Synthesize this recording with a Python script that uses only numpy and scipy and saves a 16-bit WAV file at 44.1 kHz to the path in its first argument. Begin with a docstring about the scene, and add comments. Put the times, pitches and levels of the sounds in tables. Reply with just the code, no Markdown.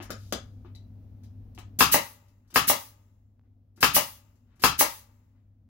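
"""A mains hum and a low rumble with faint hiss run throughout; from the start come broad, dull and bright scuffs
with thuds at a bench in an open workshop (noise bands, bench modes), a small part clinks, then four nails are driven.
Each shot: valve hiss (jet noise), the blow on the board (damped modes) with a burst of air, then the exhaust leaks,
blasts and bleeds while the piston knocks the housing and the steel rings on. Two dull ticks fall between the second
and third shots. The first shot turns the gain control down for good."""
import sys
import numpy as np
from scipy import signal
from scipy.fft import rfft, irfft
from scipy.io import wavfile
from scipy.ndimage import uniform_filter1d

SR = 44100
rng = np.random.default_rng(int(sys.argv[2]) if len(sys.argv) > 2 else 0)


def persist_wave(psi):
    """Save psi, clipped to +-1, as 16-bit WAV."""
    counts = np.round(np.clip(psi, -1, 1) * 32767).astype(np.int16)
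    wavfile.write(sys.argv[1], SR, np.atleast_2d(counts).T)


N = 250910


def from_db(db):
    """Level law: decibels to amplitude gain."""
    return 10 ** (np.asarray(db) / 20)


def at_hz(points, hz):
    """Interpolation on a logarithmic frequency axis: reads a table's second column."""
    table = np.array(points)
    return np.interp(np.log(hz + 1e-9), np.log(table[:, 0] + 1e-9), table[:, 1])


def colour(x, points, share=1):
    """Minimum-phase filtering: folding the cepstrum makes a table's dB curve, times share, causal."""
    size = 2 ** 13
    log_gain = share * at_hz(points, np.fft.rfftfreq(size, 1 / SR)) * np.log(10) / 20
    cepstrum = irfft(log_gain)
    cepstrum[1:size // 2] *= 2
    cepstrum[size // 2 + 1:] = 0
    response = irfft(np.exp(rfft(cepstrum)))
    return signal.fftconvolve(x, response)[:len(x)]


def fade(start, t60, rise=.002):
    """Exponential decay: an envelope that rises at start and dies by 60 dB in t60 seconds."""
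    t = np.maximum(np.arange(N) / SR - start, 0)
    return (1 - np.exp(-t / rise)) * from_db(-60 * t / t60)


def strike(times, levels_db, modes, spread_db=6.0):
    """Modal synthesis: each blow rings every damped mode, neighbours in opposite sense, at a random strength."""
    out = np.zeros(N)
    at = (np.array(times) * SR).astype(int)
    chance = rng.standard_normal((len(at), len(modes)))
    for k, (hz, mode_db, t60) in enumerate(modes):
        clicks = np.full(N, 1e-18)
        clicks[at] = (-1) ** k * from_db(np.array(levels_db) + mode_db + spread_db * chance[:, k])
        radius = from_db(-60 / (t60 * SR))
        w = 2 * np.pi * hz / SR
        out += signal.lfilter([0, np.sin(w)], [1, -2 * radius * np.cos(w), radius ** 2], clicks)
    return out


# Likeness of diffuse sound. Each row: frequency in Hz, left-right correlation from 0 to 1.
LEFT_RIGHT_LIKENESS = [(60, 1), (300, 0.86), (700, 0.28), (1500, 0.09), (16000, 0.065)]


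def stereo_bands(length, gain_at):
    """Diffuse-field coherence: half-octave noise, alike left and right in the bass, each under gain_at(Hz)."""
    out = 0
    edges = 22 * 2 ** np.arange(0, 10, .5)
    white = rng.standard_normal((2, 2, length))
    for k, (low, high) in enumerate(zip(edges, edges[1:])):
        band = signal.butter(2, [low, high], "band", fs=SR, output="sos")
        mid, side = signal.sosfilt(band, white[k % 2])   # neighbouring bands use different noise
        hz = np.sqrt(low * high)
        alike = np.clip(at_hz(LEFT_RIGHT_LIKENESS, hz), -1, 1)
        pair = np.sqrt(1 + alike) * mid + np.sqrt(1 - alike) * side * [[1], [-1]]
        out = out + gain_at(hz) * pair
    return out


# Spectrum of the surroundings. Each row: frequency in Hz, relative density in dB per Hz.
RUMBLE_SPECTRUM = [(15, -14.5), (42, 1), (75, -0.5), (100, -2.5), (130, -12.5), (180, -16.5), (245, -8.5),
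                   (330, -28), (680, -35), (1000, -45), (2000, -55), (7000, -65.5), (9000, -64),
                   (12500, -62.5), (16000, -61)]
RUMBLE_DB, HUM_HZ, HUM_DB = -45, 99.6, -44   # rms levels before the lean
BACKGROUND_LEFT_DB = 1.04   # left raised and right lowered by this


def background():
    """Stationary noise and a phase-modulated tone: rumble, faint hiss and a wavering mains hum."""
    rumble = stereo_bands(N, lambda hz: 1)
    rumble = np.array([colour(c, RUMBLE_SPECTRUM) for c in rumble])
    slow = signal.lfilter([1], [1, -1.8, .81], rng.standard_normal(N // 200 + 100))[98:]
    waver = np.interp(np.arange(N) / 200, np.arange(len(slow)), slow / np.std(slow))
    hum = np.sqrt(2) * np.sin(2 * np.pi * HUM_HZ * np.arange(N) / SR + 0.31 * waver)   # phase in radians
    lean = from_db([[BACKGROUND_LEFT_DB], [-BACKGROUND_LEFT_DB]])
    return lean * (from_db(RUMBLE_DB) * rumble / np.std(rumble) + from_db(HUM_DB) * hum)


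# Dry ticks close to the microphones. Each row: time in seconds, impulse level in dB before the low-pass.
DRY_TICKS = [(3.395, -19.5), (3.413, -29)]


def ticks():
    """Impulse response of a low-pass: short dull clicks without any room."""
    clicks = np.zeros(N)
    for s, level_db in DRY_TICKS:
        clicks[int(s * SR)] = from_db(level_db)
    return signal.lfilter(*signal.butter(2, 900, fs=SR), clicks)


# Clink of a small part. One row: time in seconds, level in dB,
# modes (each: frequency in Hz, level in dB, t60 in seconds).
SMALL_PART_CLINK = (0.750, -58, [(1983, -9, 0.028), (3960, 5.5, 0.022), (4270, -6, 0.022),
                    (4600, -8, 0.023)])


def clink():
    """Modal ringing: one small part is struck once."""
    s, level_db, modes = SMALL_PART_CLINK
    return strike([s], [level_db], modes, spread_db=0.9)


# Modes of the bench. Each row: frequency in Hz, level in dB, t60 in seconds.
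BENCH_MODES = [(55.4, -12, 0.053), (181, -10, 0.015), (248, -6.5, 0.044), (365, -9.5, 0.075),
               (514, -7, 0.013), (780, -5, 0.0097), (1260, -7, 0.009), (1660, -11, .007),
               (2910, -15, 0.003)]
# Short broad scuffs with a soft thud, some just before a shot.
# Each row: start in seconds, scuff level in dB before its band-pass, scuff t60 in seconds.
BROAD_SCUFFS = [(0.104, -32.5, 0.028), (0.324, -22, 0.017), (1.233, -65, 0.092), (1.585, -49.5, 0.053),
                (2.503, -47, 0.082), (4.595, -43.5, .12)]
# Hands and boards rub dully on the bench.
# Each row: start in seconds, scuff level in dB before its band-pass, scuff t60 in seconds.
DULL_RUBS = [(0.002, -39, 0.21), (0.096, -46, 0.13), (0.648, -55, 0.16), (1.578, -49, 0.18),
             (2.449, -57.5, 0.71), (2.527, -45, .1), (3.436, -65, 0.24), (3.776, -44.5, 0.16),
             (4.450, -46, 1.9), (5.350, -63, 0.19)]
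# Brief bright scuffs and faint hisses, one shortly before the third shot.
# Each row: start in seconds, scuff level in dB before its band-pass, scuff t60 in seconds.
BRIGHT_SCUFFS = [(0.023, -47.5, 0.1), (0.151, -61, 0.92), (0.752, -54.5, 0.022), (1.548, -55, 0.028),
                 (2.282, -53.5, 0.031), (2.475, -61, 0.09), (3.760, -54, 0.15), (4.355, -60, 0.038),
                 (4.555, -61.5, .15)]
# scuff band in Hz; thud in dB above the scuff, before the loss for long scuffs
BROAD_HZ, BROAD_THUD_DB = (805, 18000), 5.5
RUB_HZ, RUB_THUD_DB = (280, 1900), 10
BRIGHT_HZ, BRIGHT_THUD_DB = (3000, 16500), -5
THUD_LOSS_DB_PER_S = 14.5   # the longer the scuff drags, the less it thuds


def handling():
    """Friction and impact: each row is a scuff of band noise and a soft modal thud in the bench."""
    out = np.zeros(N)
    white = rng.standard_normal(N)
    for rows, band_hz, thud_db in ((BROAD_SCUFFS, BROAD_HZ, BROAD_THUD_DB),
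                                   (DULL_RUBS, RUB_HZ, RUB_THUD_DB),
                                   (BRIGHT_SCUFFS, BRIGHT_HZ, BRIGHT_THUD_DB)):
        scuff = signal.lfilter(*signal.butter(2, band_hz, "band", fs=SR), white)
        # long scuffs swell slowly
        envelope = sum(from_db(db) * fade(s, t60, rise=.001 + .06 * t60 ** 2) for s, db, t60 in rows)
        out += scuff * envelope
        s, db, t60 = np.transpose(rows)
        out += strike(s, db + thud_db - THUD_LOSS_DB_PER_S * t60, BENCH_MODES, spread_db=4.0)
    return out


# Airy bands that linger after each shot.
# Each row: centre in Hz, width in Hz, level in dB, t60 in seconds.
STEEL_BANDS = [(5240, 300, -70.5, .9), (6550, 300, -64, .9), (7350, 250, -61, 1), (8950, 300, -68, .7),
               (11600, 300, -68, .6)]


def steel_ring():
    """Modal overlap: clusters of close modes in the tool's steel parts blur into narrow bands of noise."""
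    out = np.zeros(N)
    for hz, width_hz, level_db, t60 in STEEL_BANDS:
        edges = [hz - width_hz / 2, hz + width_hz / 2]
        sos = signal.butter(2, edges, "band", fs=SR, output="sos")
        band = signal.sosfilt(sos, rng.standard_normal(N))
        ringing = sum(fade(back, t60) for _, _, _, back, *_ in SHOTS)
        out += from_db(level_db) * band / np.std(band) * ringing
    return out


JET_OWN_SHARE, JET_OWN_HZ = .6, 2500   # noise of each microphone's own, and the high-pass on it


def hiss(points):
    """Jet noise: a spread turbulent source, so each microphone hears some treble of its own; rms near 1."""
    shared, *own = rng.standard_normal((3, N))
    own = signal.lfilter(*signal.butter(2, JET_OWN_HZ, "high", fs=SR), own)
    x = np.array([colour(shared + JET_OWN_SHARE * o, points) for o in own])
    return x / np.std(x)


# Spectrum of the exhaust jet. Each row: frequency in Hz, relative density in dB per Hz.
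EXHAUST_SPECTRUM = [(120, -46.5), (200, -3.5), (334, -13.5), (836, -29.5), (1300, -13.5), (6880, -11),
                    (8120, -5.5), (10300, -3), (15100, 0), (16000, 3)]
# Modes of the tool housing. Each row: frequency in Hz, level in dB, t60 in seconds.
HOUSING_MODES = [(70, -24.5, 0.055), (158, -17, 0.029), (283, -12.5, 0.053), (575, -8.5, 0.04),
                 (834, -5.5, 0.029), (928, -5, 0.022), (1205, -9, 0.021), (1990, -8.5, 0.014),
                 (2840, -12, 0.0091)]
# Low push of air as valve or exhaust opens. Each row: frequency in Hz, level in dB, t60 in seconds.
PUFF_MODES = [(110, -15, .015), (200, -9, 0.024)]
RETURN_S = .0213   # the exhaust is fully open this long before the piston is back
BLAST_RISE_S, BLAST_HOLD_S, BLAST_T60_S = 0.0036, 0.024, 0.091
BLEED_DB, BLEED_T60_S, BLEED_END_S = -15, 0.65, 0.24   # level against the blast; then it runs dry
PISTON_DB = -6        # piston knock against the blow
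CONTACT_HZ = 4970     # low-pass: the blow lasts a fraction of a millisecond


def returns():
    """Cylinder discharge and rebound: the exhaust leaks, blasts and bleeds out; the piston knocks the housing."""
    flow = np.zeros(N)
    t = np.arange(N) / SR
    for _, _, cracks, back, _, _, leak_db, blast_db in SHOTS:
        opens = back - RETURN_S
        shuts = opens + BLAST_HOLD_S
        flow += from_db(leak_db) * fade(cracks, 9.0, rise=0.0021) * (t < shuts)
        dying = from_db(-60 * np.maximum(t - shuts, 0) / BLAST_T60_S)
        flow += from_db(blast_db) * fade(opens, 9.0, rise=BLAST_RISE_S) * dying
        running_dry = np.exp(-((t - opens) / BLEED_END_S) ** 6)
        flow += from_db(blast_db + BLEED_DB) * fade(opens, BLEED_T60_S) * running_dry
    _, _, _, back, _, blow_db, _, blast_db = np.transpose(SHOTS)
    knocks = strike(back, blow_db + PISTON_DB, HOUSING_MODES, spread_db=1.58)
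    knocks = signal.lfilter(*signal.butter(2, CONTACT_HZ, fs=SR), knocks)
    puffs = strike(back - RETURN_S, blast_db, PUFF_MODES, spread_db=1.9)
    return flow * hiss(EXHAUST_SPECTRUM) + puffs + knocks


# The four shots. Each row: valve opens, nail struck, exhaust cracks open and piston back, all in seconds;
# then valve hiss, blow, leak and blast levels in dB.
SHOTS = [(1.7884, 1.8068, 1.9134, 1.9423, -24, 9.7, -13, -7.5),
         (2.5404, 2.5586, 2.6700, 2.6983, -25, 7, -17, -7),
         (3.8054, 3.8284, 3.9334, 3.9648, -27.5, 7.6, -20.5, -5.5),
         (4.6195, 4.6375, 4.7790, 4.8094, -28.5, 7.9, -23.5, -5.5)]
# Spectrum of the valve hiss. Each row: frequency in Hz, relative density in dB per Hz.
VALVE_SPECTRUM = [(120, -39.5), (200, -5), (491, -11), (1230, -8.5), (1940, -13), (5230, -9), (14900, 1),
                  (16000, -7)]
# Spectrum of the air burst round the nose. Each row: frequency in Hz, relative density in dB per Hz.
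BURST_SPECTRUM = [(300, -31.5), (1500, -8.5), (3200, -4), (5500, -9), (8000, -6.5), (12300, -2),
                  (16000, -5)]
# Modes of the board. Each row: frequency in Hz, level in dB, t60 in seconds.
BOARD_MODES = [(75, -19.5, .11), (148, -17.5, 0.062), (245, -13, 0.033), (291, -18.5, 0.092),
               (415, -14.5, .02), (800, -7.5, 0.011), (1020, -3.5, 0.0089), (1229, -4, 0.017),
               (1320, -4, 0.014), (1635, -6, 0.011), (2130, -10.5, 0.0056), (2664, -10, 0.011),
               (3730, -5.5, 0.0012), (5000, -8.5, 0.0061)]
BURST_DB, BURST_T60_S = -15.5, 0.15   # level against the blow
VALVE_PUFF_DB = 8.5                   # against the valve hiss


def drives():
    """Jet noise and impact: valve hiss until the piston lands, the blow on the board, air round the nose."""
    opens, struck, _, _, hiss_db, blow_db, _, _ = np.transpose(SHOTS)
    t = np.arange(N) / SR
    valve = sum(from_db(d) * fade(a, 9.0, rise=0.001) * (t < b) for a, d, b in zip(opens, hiss_db, struck))
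    burst = sum(from_db(d) * fade(b, BURST_T60_S, rise=0.00048) for b, d in zip(struck, blow_db + BURST_DB))
    blows = strike(struck, blow_db, BOARD_MODES, spread_db=1.3)
    blows = signal.lfilter(*signal.butter(2, CONTACT_HZ, fs=SR), blows)
    air = valve * hiss(VALVE_SPECTRUM) + burst * hiss(BURST_SPECTRUM)
    puffs = strike(opens, hiss_db + VALVE_PUFF_DB, PUFF_MODES, spread_db=1.74)
    return air - blows + puffs


# Near reverberation. Each row: frequency in Hz, t60 in seconds.
ROOM_T60 = [(60, 0.43), (160, 0.22), (420, 0.16), (1100, 0.26), (2910, 0.25), (7680, .2), (15000, 0.055)]
# Balance between the channels. Each row: frequency in Hz, left minus right in dB.
LEFT_MINUS_RIGHT = [(60, 2), (150, 1), (380, 4), (950, 5), (2380, 7.5), (5980, 9), (15000, -2)]
ROOM_DB = 0.24   # reflections, scaled by the near tail's energy, against the direct sound
FAR_DB, FAR_T60_S, FAR_TOP_HZ = -31.5, 0.9, 3000   # level against the near tail, before its treble loss
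LEFT_LAG = 4     # samples by which the direct sound reaches the left later


def workshop(x):
    """Reverberation: direct sound, a dense near tail dying by band, and a faint dull far tail."""
    t = np.arange(int(1.3 * SR)) / SR
    build = np.clip((t - .0016) / 0.0013, 0, 1)      # reflections thicken after the direct sound
    near = stereo_bands(len(t), lambda hz: from_db(-60 * t / at_hz(ROOM_T60, hz))) * build
    far = stereo_bands(len(t), lambda hz: from_db(-60 * t / FAR_T60_S) / (1 + hz / FAR_TOP_HZ)) * build
    energy = np.sqrt(np.sum(near ** 2) / 2)
    response = from_db(ROOM_DB) * (near + from_db(FAR_DB) * far) / energy
    response[0, LEFT_LAG] += 1
    response[1, 0] += 1
    left, right = (signal.fftconvolve(c, h)[:N] for c, h in zip(x, response))
    # the two shares together make the whole left-right difference
    return np.array([colour(left, LEFT_MINUS_RIGHT, 0.6), colour(right, LEFT_MINUS_RIGHT, -0.4)])


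def scene():
    """Superposition: nose, head and bench sound through the workshop, with other reflections from each spot."""
    at_nose = drives()
    at_head = returns() + steel_ring()
    at_bench = np.tile(handling() + clink(), (2, 1))
    return workshop(at_nose) + workshop(at_head) + workshop(at_bench) + ticks() + background()


# Microphone response. Each row: frequency in Hz, gain in dB.
MIC_RESPONSE = [(20, -11.5), (100, -3.5), (6500, 5), (8300, -3.5), (10000, 0), (16000, 6.5)]
GAIN_KNEE_DB, GAIN_RANGE_DB = -5.5, 12.5   # peak level where the cut begins; greatest cut
CUTOFF_HZ = 15850


def record(dry):
    """Peak-hold gain control: microphone colour, gain held down by the highest peak so far, steep top cut."""
    x = np.array([colour(c, MIC_RESPONSE) for c in dry])
    held_db = np.maximum.accumulate(20 * np.log10(np.abs(x).max(axis=0) + 1e-9))
    cut_db = np.clip(2 * (held_db - GAIN_KNEE_DB), 0, GAIN_RANGE_DB)
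    ahead = 40   # samples of look-ahead
    cut_db = np.append(cut_db[ahead // 2:], cut_db[-ahead // 2:])
    cut_db = uniform_filter1d(cut_db, size=ahead)
    x = .95 * np.tanh(x * from_db(-cut_db) / .95)   # soft clipping
    return signal.sosfilt(signal.ellip(14, .3, 85, CUTOFF_HZ, fs=SR, output="sos"), x)


dry = scene()
out = record(dry)
persist_wave(out)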